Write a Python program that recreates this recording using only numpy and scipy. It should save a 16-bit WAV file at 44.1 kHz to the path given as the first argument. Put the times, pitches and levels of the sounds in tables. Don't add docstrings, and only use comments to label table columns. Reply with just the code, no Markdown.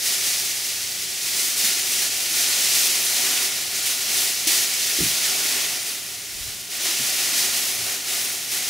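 import sys
import numpy as np
from scipy import signal
from scipy.fft import rfft, irfft, next_fast_len
from scipy.io import wavfile
from scipy.ndimage import uniform_filter1d, map_coordinates

SR = 44100
rng = np.random.default_rng(int(sys.argv[2]) if len(sys.argv) > 2 else 0)


def file_out(sig):
    cols = np.atleast_2d(sig).T
    lim = np.clip(cols, -1, 1)
    pcm = np.round(lim * 32767).astype(np.int16)
    wavfile.write(sys.argv[1], SR, pcm)


def amplitude_ratio(level_db):
    exponent = np.asarray(level_db, float) / 20
    return 10 ** exponent


N = 383229

# f/Hz, density/dB per Hz
AIR_SPECTRUM = [(15, -52), (48, -25), (70, -4), (140, -9), (200, -6.5), (300, -9), (420, -8), (700, -27.5)]
# f/Hz, level/dB rms
HUM_LINES = [
    (115.6, -61.5),
    (174, -64.5),
    (388, -64.5),
]
# t/s, level/dB
GRIP_LEVEL = [
    (6.29, -64),
    (6.328, -52),
    (6.426, -46),
    (6.486, -50),
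    (6.61, -62),
    (6.64, -68),
]
# f/Hz, density/dB per Hz
RUB_SPECTRUM = [(12, -16), (25, -2), (80, 0), (130, -9), (250, -40), (500, -120)]
# t/s, peak/dB, f/Hz, t60/s
FLOOR_KNOCKS = [(1.39, -45, 400, .06), (1.64, -37, 219, .07), (1.65, -45, 125, .1), (2.31, -39, 340, .09),
                (2.92, -49, 40, .1), (3.752, -42, 242, .045), (4.469, -28.5, 322, .05),
                (4.47, -49.5, 45, .09), (4.987, -25, 340, .037), (4.995, -33.5, 65, .2),
                (5.004, -19.5, 340, 0.029), (5.012, -24.5, 172, .06), (5.024, -24, 170, .05),
                (5.032, -27, 290, .035), (5.042, -31, 115, .11), (5.052, -36, 340, .045),
                (5.063, -32, 188, .08), (5.085, -40, 151, .07), (6.405, -41, 85, .1),
                (6.478, -38, 105, 0.087), (6.885, -39, 340, 0.12), (6.995, -37, 135, .14),
                (7.002, -35, 240, .055), (6.993, -36, 420, .03), (7.782, -39, 112, .2),
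                (7.815, -42, 108, .2)]
# f/Hz, t60/s
ROOM_T60 = [(200, 0.22), (2000, .3), (6000, .25), (14000, .15)]
# t/s, level/dB rms, t60/s
SNAP_BURSTS = [
    (1.579, -27, .03),
    (1.645, -22, .15),
    (4.473, -19, .06),
    (5.845, -32, .015),
    (6.115, -35, .015),
    (6.15, -35, .015),
    (6.405, -34, .02),
]
# t/s, level/dB, slack of the sheet/dB
HANDLING = [(0.0, -27.5, -1), (0.5, -25, -1.3), (1.0, -28, -1), (1.5, -26.5, -1.2), (2.2, -24.5, -0.3),
            (2.8, -21.0, -1.2), (3.35, -22.5, 1), (3.7, -27.5, 0.3), (4.4, -25.5, -0.7), (5.0, -22, -0.5),
            (5.6, -24.0, 1.5), (6.05, -32.5, 0.7), (6.68, -35.5, 0.3), (6.82, -25.5, 1.0), (7.4, -21, 0),
            (7.9, -33.5, 1.9), (8.43, -34.5, 1), (8.69, -26.5, 0.5)]
# peak t/s, level/dB rms, rise/s, fall/s
HAND_STROKES = [(0.071, -23.5, 0.037, 0.165), (0.281, -24.5, 0.036, 0.14), (1.264, -28.0, 0.028, 0.028),
                (1.427, -24, 0.11, 0.091), (1.595, -21.5, 0.021, 0.084), (1.652, -23, 0.012, 0.15),
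                (2.023, -23.5, 0.14, 0.045), (2.376, -22.0, 0.033, 0.112), (2.568, -23.5, 0.037, 0.22),
                (2.777, -24, 0.039, 0.14), (3.322, -25, 0.11, 0.029), (3.456, -26, 0.11, 0.012),
                (3.767, -27, 0.024, 0.068), (3.865, -24, 0.0091, 0.093), (4.205, -21.5, 0.12, 0.088),
                (4.476, -19.5, 0.004, 0.099), (4.603, -23.5, 0.059, 0.045), (5.279, -27, 0.087, 0.13),
                (5.557, -30, 0.033, 0.023), (5.88, -33, 0.022, 0.11), (6.139, -35.5, 0.04, 0.03),
                (6.439, -35.0, 0.111, 0.18), (6.725, -31, 0.023, 0.05), (6.868, -25.5, 0.029, 0.04),
                (7.451, -26, 0.065, 0.017), (7.562, -26.5, 0.018, 0.259), (7.897, -26.5, 0.07, 0.086),
                (8.138, -25.5, 0.068, 0.23), (8.545, -26, 0.035, 0.073), (8.676, -30, 0.014, 0.021)]
# f/Hz, density/dB per Hz
SNAP_SPECTRUM = [(940, -42), (1600, -11), (1950, -5), (5970, -1), (9000, -5), (10300, -6.5), (12100, -10),
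                 (15700, -12)]
# f/Hz, density/dB per Hz
SHEET_SPECTRUM = [(100, -19), (200, -7.5), (400, -5), (600, -2.5), (1000, -4), (1500, -0.5), (1800, -6.5),
                  (2400, -48)]
# f/Hz, width/Hz, level/dB
BODY_MODES = [(340, 220, -4.5), (388.6, 16, 5.5), (244, 25, -5), (732, 71, -0.5), (1420, 120, -4.5)]
# f/Hz, side minus mid/dB
PORT_DIFFERENCE = [(30, -5), (80, -9.5), (180, -9.5), (350, -11.5), (700, -8.5), (2400, -10), (6000, -12.5),
                   (9000, -9.5)]
# t/s, low f/Hz, high f/Hz
WIDE_MOMENTS = [
    (.66, 9200, 10400),
    (.66, 12300, 14500),
    (1.68, 13700, 15700),
    (2.92, 9500, 11800),
    (3.66, 14400, 15700),
    (4.15, 12300, 14500),
    (5.49, 11000, 12500),
]
# f/Hz, width/Hz, share
BODY_NOTCHES = [(494, 47, 0.48), (925, 67, .25), (1194, 13, 0.1), (1320, 40, 0.39), (1565, 70, 0.65)]
# f/Hz, left minus right/dB
PORT_LEAN = [(30, -2), (110, -3.5), (200, -1), (380, -1), (900, 0)]

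AIR_DB = -52.5
TOP_HZ, STEREO_HZ = 15740, 9110
WIDE_MOMENT_S, WIDE_MOMENT_DB = 0.052, -0.5
BIGGEST_SNAP = 4.0
KNOCK_RISE_SHARE = 0.042
CREASE_DB = -2.5
WIDE_DB, FINE_DB, BOOM_DB = -5, -2.66, -14.5
WIDE_PER_SLACK, FINE_PER_SLACK, BOOM_PER_SLACK = 0.93, 0.24, 1.8
WIDE_PER_STROKE, FINE_PER_STROKE = -0.069, 0.11
BOOM_LAG_S = 0.053


def unit(x):
    return x / np.sqrt(np.mean(x ** 2) + 1e-20)


def along(points, hz):
    f, v = np.transpose(points)
    return np.interp(np.log(hz + 1), np.log(f + 1), v)


def curves(rows, **ends):
    s, *cols = np.transpose(rows)
    return [np.interp(np.arange(N) / SR, s, c, **ends) for c in cols]


def wobble(rate_hz):
    knots = rng.standard_normal(int(N * 200 / SR) + 4)
    position = np.arange(N) * min(rate_hz, 200) / SR
    return 1.45 * map_coordinates(knots, [position], prefilter=False)


def filtered(x, response):
    m = next_fast_len(N + SR // 2)
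    return irfft(rfft(x, m) * response(np.fft.rfftfreq(m, 1 / SR)), m)[..., :N]


def peak(hz, centre_hz, width_hz):
    return 1j * hz * width_hz / (centre_hz ** 2 - hz ** 2 + 1j * hz * width_hz)


def low(hz, edge_hz):
    return 1 / np.sqrt(1 + (hz / edge_hz) ** 8)


def high(hz, edge_hz):
    return np.sqrt(1 - low(hz, edge_hz) ** 2)


def snap_tone(hz):
    return amplitude_ratio(along(SNAP_SPECTRUM, hz))


def room(x):
    hz, t, z = signal.stft(rng.standard_normal((2, SR // 2)), SR, nperseg=256)
    decay = amplitude_ratio(-60 * t / along(ROOM_T60, hz)[:, None])
    tail = signal.istft(z * decay, SR, nperseg=256)[1]
    return signal.fftconvolve(x[None], tail / np.linalg.norm(tail[0]), axes=1)[:, :N]


def still_room():
    air = unit(filtered(rng.standard_normal((2, N)), lambda hz: amplitude_ratio(along(AIR_SPECTRUM, hz))))
    t = np.arange(N) / SR
    hum = np.zeros(N)
    for hz, db in HUM_LINES:
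        level = amplitude_ratio(db + 4.5 + 1.4 * wobble(12))
        hum += level * np.sin(2 * np.pi * hz * t + 1.6 * wobble(6))
    return amplitude_ratio(AIR_DB) * air + hum


def rub():
    level_db, = curves(GRIP_LEVEL, left=-120, right=-120)
    noise = filtered(rng.standard_normal((2, N)), lambda hz: amplitude_ratio(along(RUB_SPECTRUM, hz)))
    return amplitude_ratio(level_db + 3.5) * unit(noise)


def knocks():
    out, t = np.zeros(N + SR), np.arange(SR // 2) / SR
    for s, db, hz, t60 in FLOOR_KNOCKS:
        swell = amplitude_ratio(-60 * t / t60) * (1 - np.exp(-t / (KNOCK_RISE_SHARE * t60)))
        out[round(s * SR):][:len(t)] += amplitude_ratio(db) * swell / swell.max() * np.sin(2 * np.pi * hz * t)
    direct = out[:N]
    return np.array([direct, np.zeros(N)]) + amplitude_ratio(-8.5) * room(direct)


def snaps(per_second, spread_db):
    popped = rng.random(N) < per_second / SR
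    sign = np.sign(rng.standard_normal(N))
    size = np.minimum(rng.exponential(size=N), BIGGEST_SNAP)
    return unit(popped * sign * amplitude_ratio(spread_db * size))


def crackle(level_db, colour, per_second, spread_db, wet_db):
    pops = snaps(per_second, spread_db)
    blur = amplitude_ratio(wet_db) * rng.standard_normal(N)
    pair = np.array([unit(pops + blur), rng.standard_normal(N)])
    return amplitude_ratio(level_db) * unit(filtered(pair, colour))


def bursts():
    t = np.arange(N) / SR
    burst = sum(amplitude_ratio(db - 60 * np.abs(t - s) / t60) * (t > s) for s, db, t60 in SNAP_BURSTS)
    bright = lambda hz: snap_tone(hz) * np.sqrt(hz / 6000)
    return burst * crackle(0, bright, per_second=5000, spread_db=6.5, wet_db=-5)


def effort():
    t = np.arange(N) / SR
    steady_db, slack_db = curves(HANDLING)
    strokes = np.zeros(N)
    for s, db, rise_s, fall_s in HAND_STROKES:
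        side_s = np.where(t < s, rise_s, fall_s)
        strokes += amplitude_ratio(db) ** 2 * np.exp(-((t - s) / side_s) ** 2)
    total_db = 10 * np.log10(amplitude_ratio(steady_db) ** 2 + strokes)
    return total_db, total_db - steady_db, slack_db


def foil():
    total_db, stroke_db, slack_db = effort()
    crease_db = total_db + CREASE_DB
    effort_db = crease_db + 0.094 * wobble(12) + 0.32 * wobble(45) + 0.43 * wobble(120)

    wide_db = effort_db + WIDE_DB + WIDE_PER_SLACK * slack_db + WIDE_PER_STROKE * stroke_db
    fine_db = effort_db + FINE_DB + FINE_PER_SLACK * slack_db + FINE_PER_STROKE * stroke_db
    fine_db = fine_db + 0.5 * wobble(11)
    boom_db = uniform_filter1d(crease_db, round(BOOM_LAG_S * SR)) + BOOM_DB + BOOM_PER_SLACK * slack_db

    wide_tone = lambda hz: snap_tone(hz) * low(hz, 3430)
    crease_tone = lambda hz: snap_tone(hz) * high(hz, 3730) * low(hz, 8000)
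    fine_tone = lambda hz: snap_tone(hz) * high(hz, 8300)

    def boom_tone(hz):
        modes = sum(amplitude_ratio(db) * abs(peak(hz, c, w)) ** 2 for c, w, db in BODY_MODES)
        return amplitude_ratio(along(SHEET_SPECTRUM, hz)) * (1 + modes)

    wide = crackle(wide_db, wide_tone, per_second=2500, spread_db=1.6, wet_db=3.5)
    creases = crackle(effort_db, crease_tone, per_second=4000, spread_db=1.8, wet_db=6)
    fine = crackle(fine_db, fine_tone, per_second=6000, spread_db=1.6, wet_db=1.5)
    boom = crackle(boom_db, boom_tone, per_second=600, spread_db=2.0, wet_db=5)
    return wide + creases + fine + boom


def ports(pair):
    t = np.arange(N) / SR
    mid = filtered(pair[0], lambda hz: amplitude_ratio(2.26 * (hz > STEREO_HZ)))
    side = filtered(pair[1], lambda hz: amplitude_ratio(along(PORT_DIFFERENCE, hz)) * (hz < STEREO_HZ))
    for s, lo_hz, hi_hz in WIDE_MOMENTS:
        window = np.cos(np.pi * np.clip((t - s) / WIDE_MOMENT_S, -0.5, 0.5)) ** 2
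        band = filtered(pair[1], lambda hz: (hz > lo_hz) & (hz < hi_hz))
        side = side + amplitude_ratio(WIDE_MOMENT_DB) * window * band
    return np.array([mid + side, mid - side])


def scene():
    return ports(still_room() + knocks() + bursts() + foil()) + rub()


def band_limit(x):
    return signal.sosfilt(signal.butter(12, 17080, fs=SR, output="sos"), x)


def record(dry):
    def response(hz):
        notches = 1 - sum(share * abs(peak(hz, c, w)) ** 2 for c, w, share in BODY_NOTCHES)
        lean_db = along(PORT_LEAN, hz) * (hz < STEREO_HZ / 10)
        return notches * amplitude_ratio(np.array([[0.5], [-0.5]]) * lean_db) * (hz < TOP_HZ)

    mix = filtered(dry, response)
    return band_limit(mix)


dry = scene()
out = record(dry)
file_out(out)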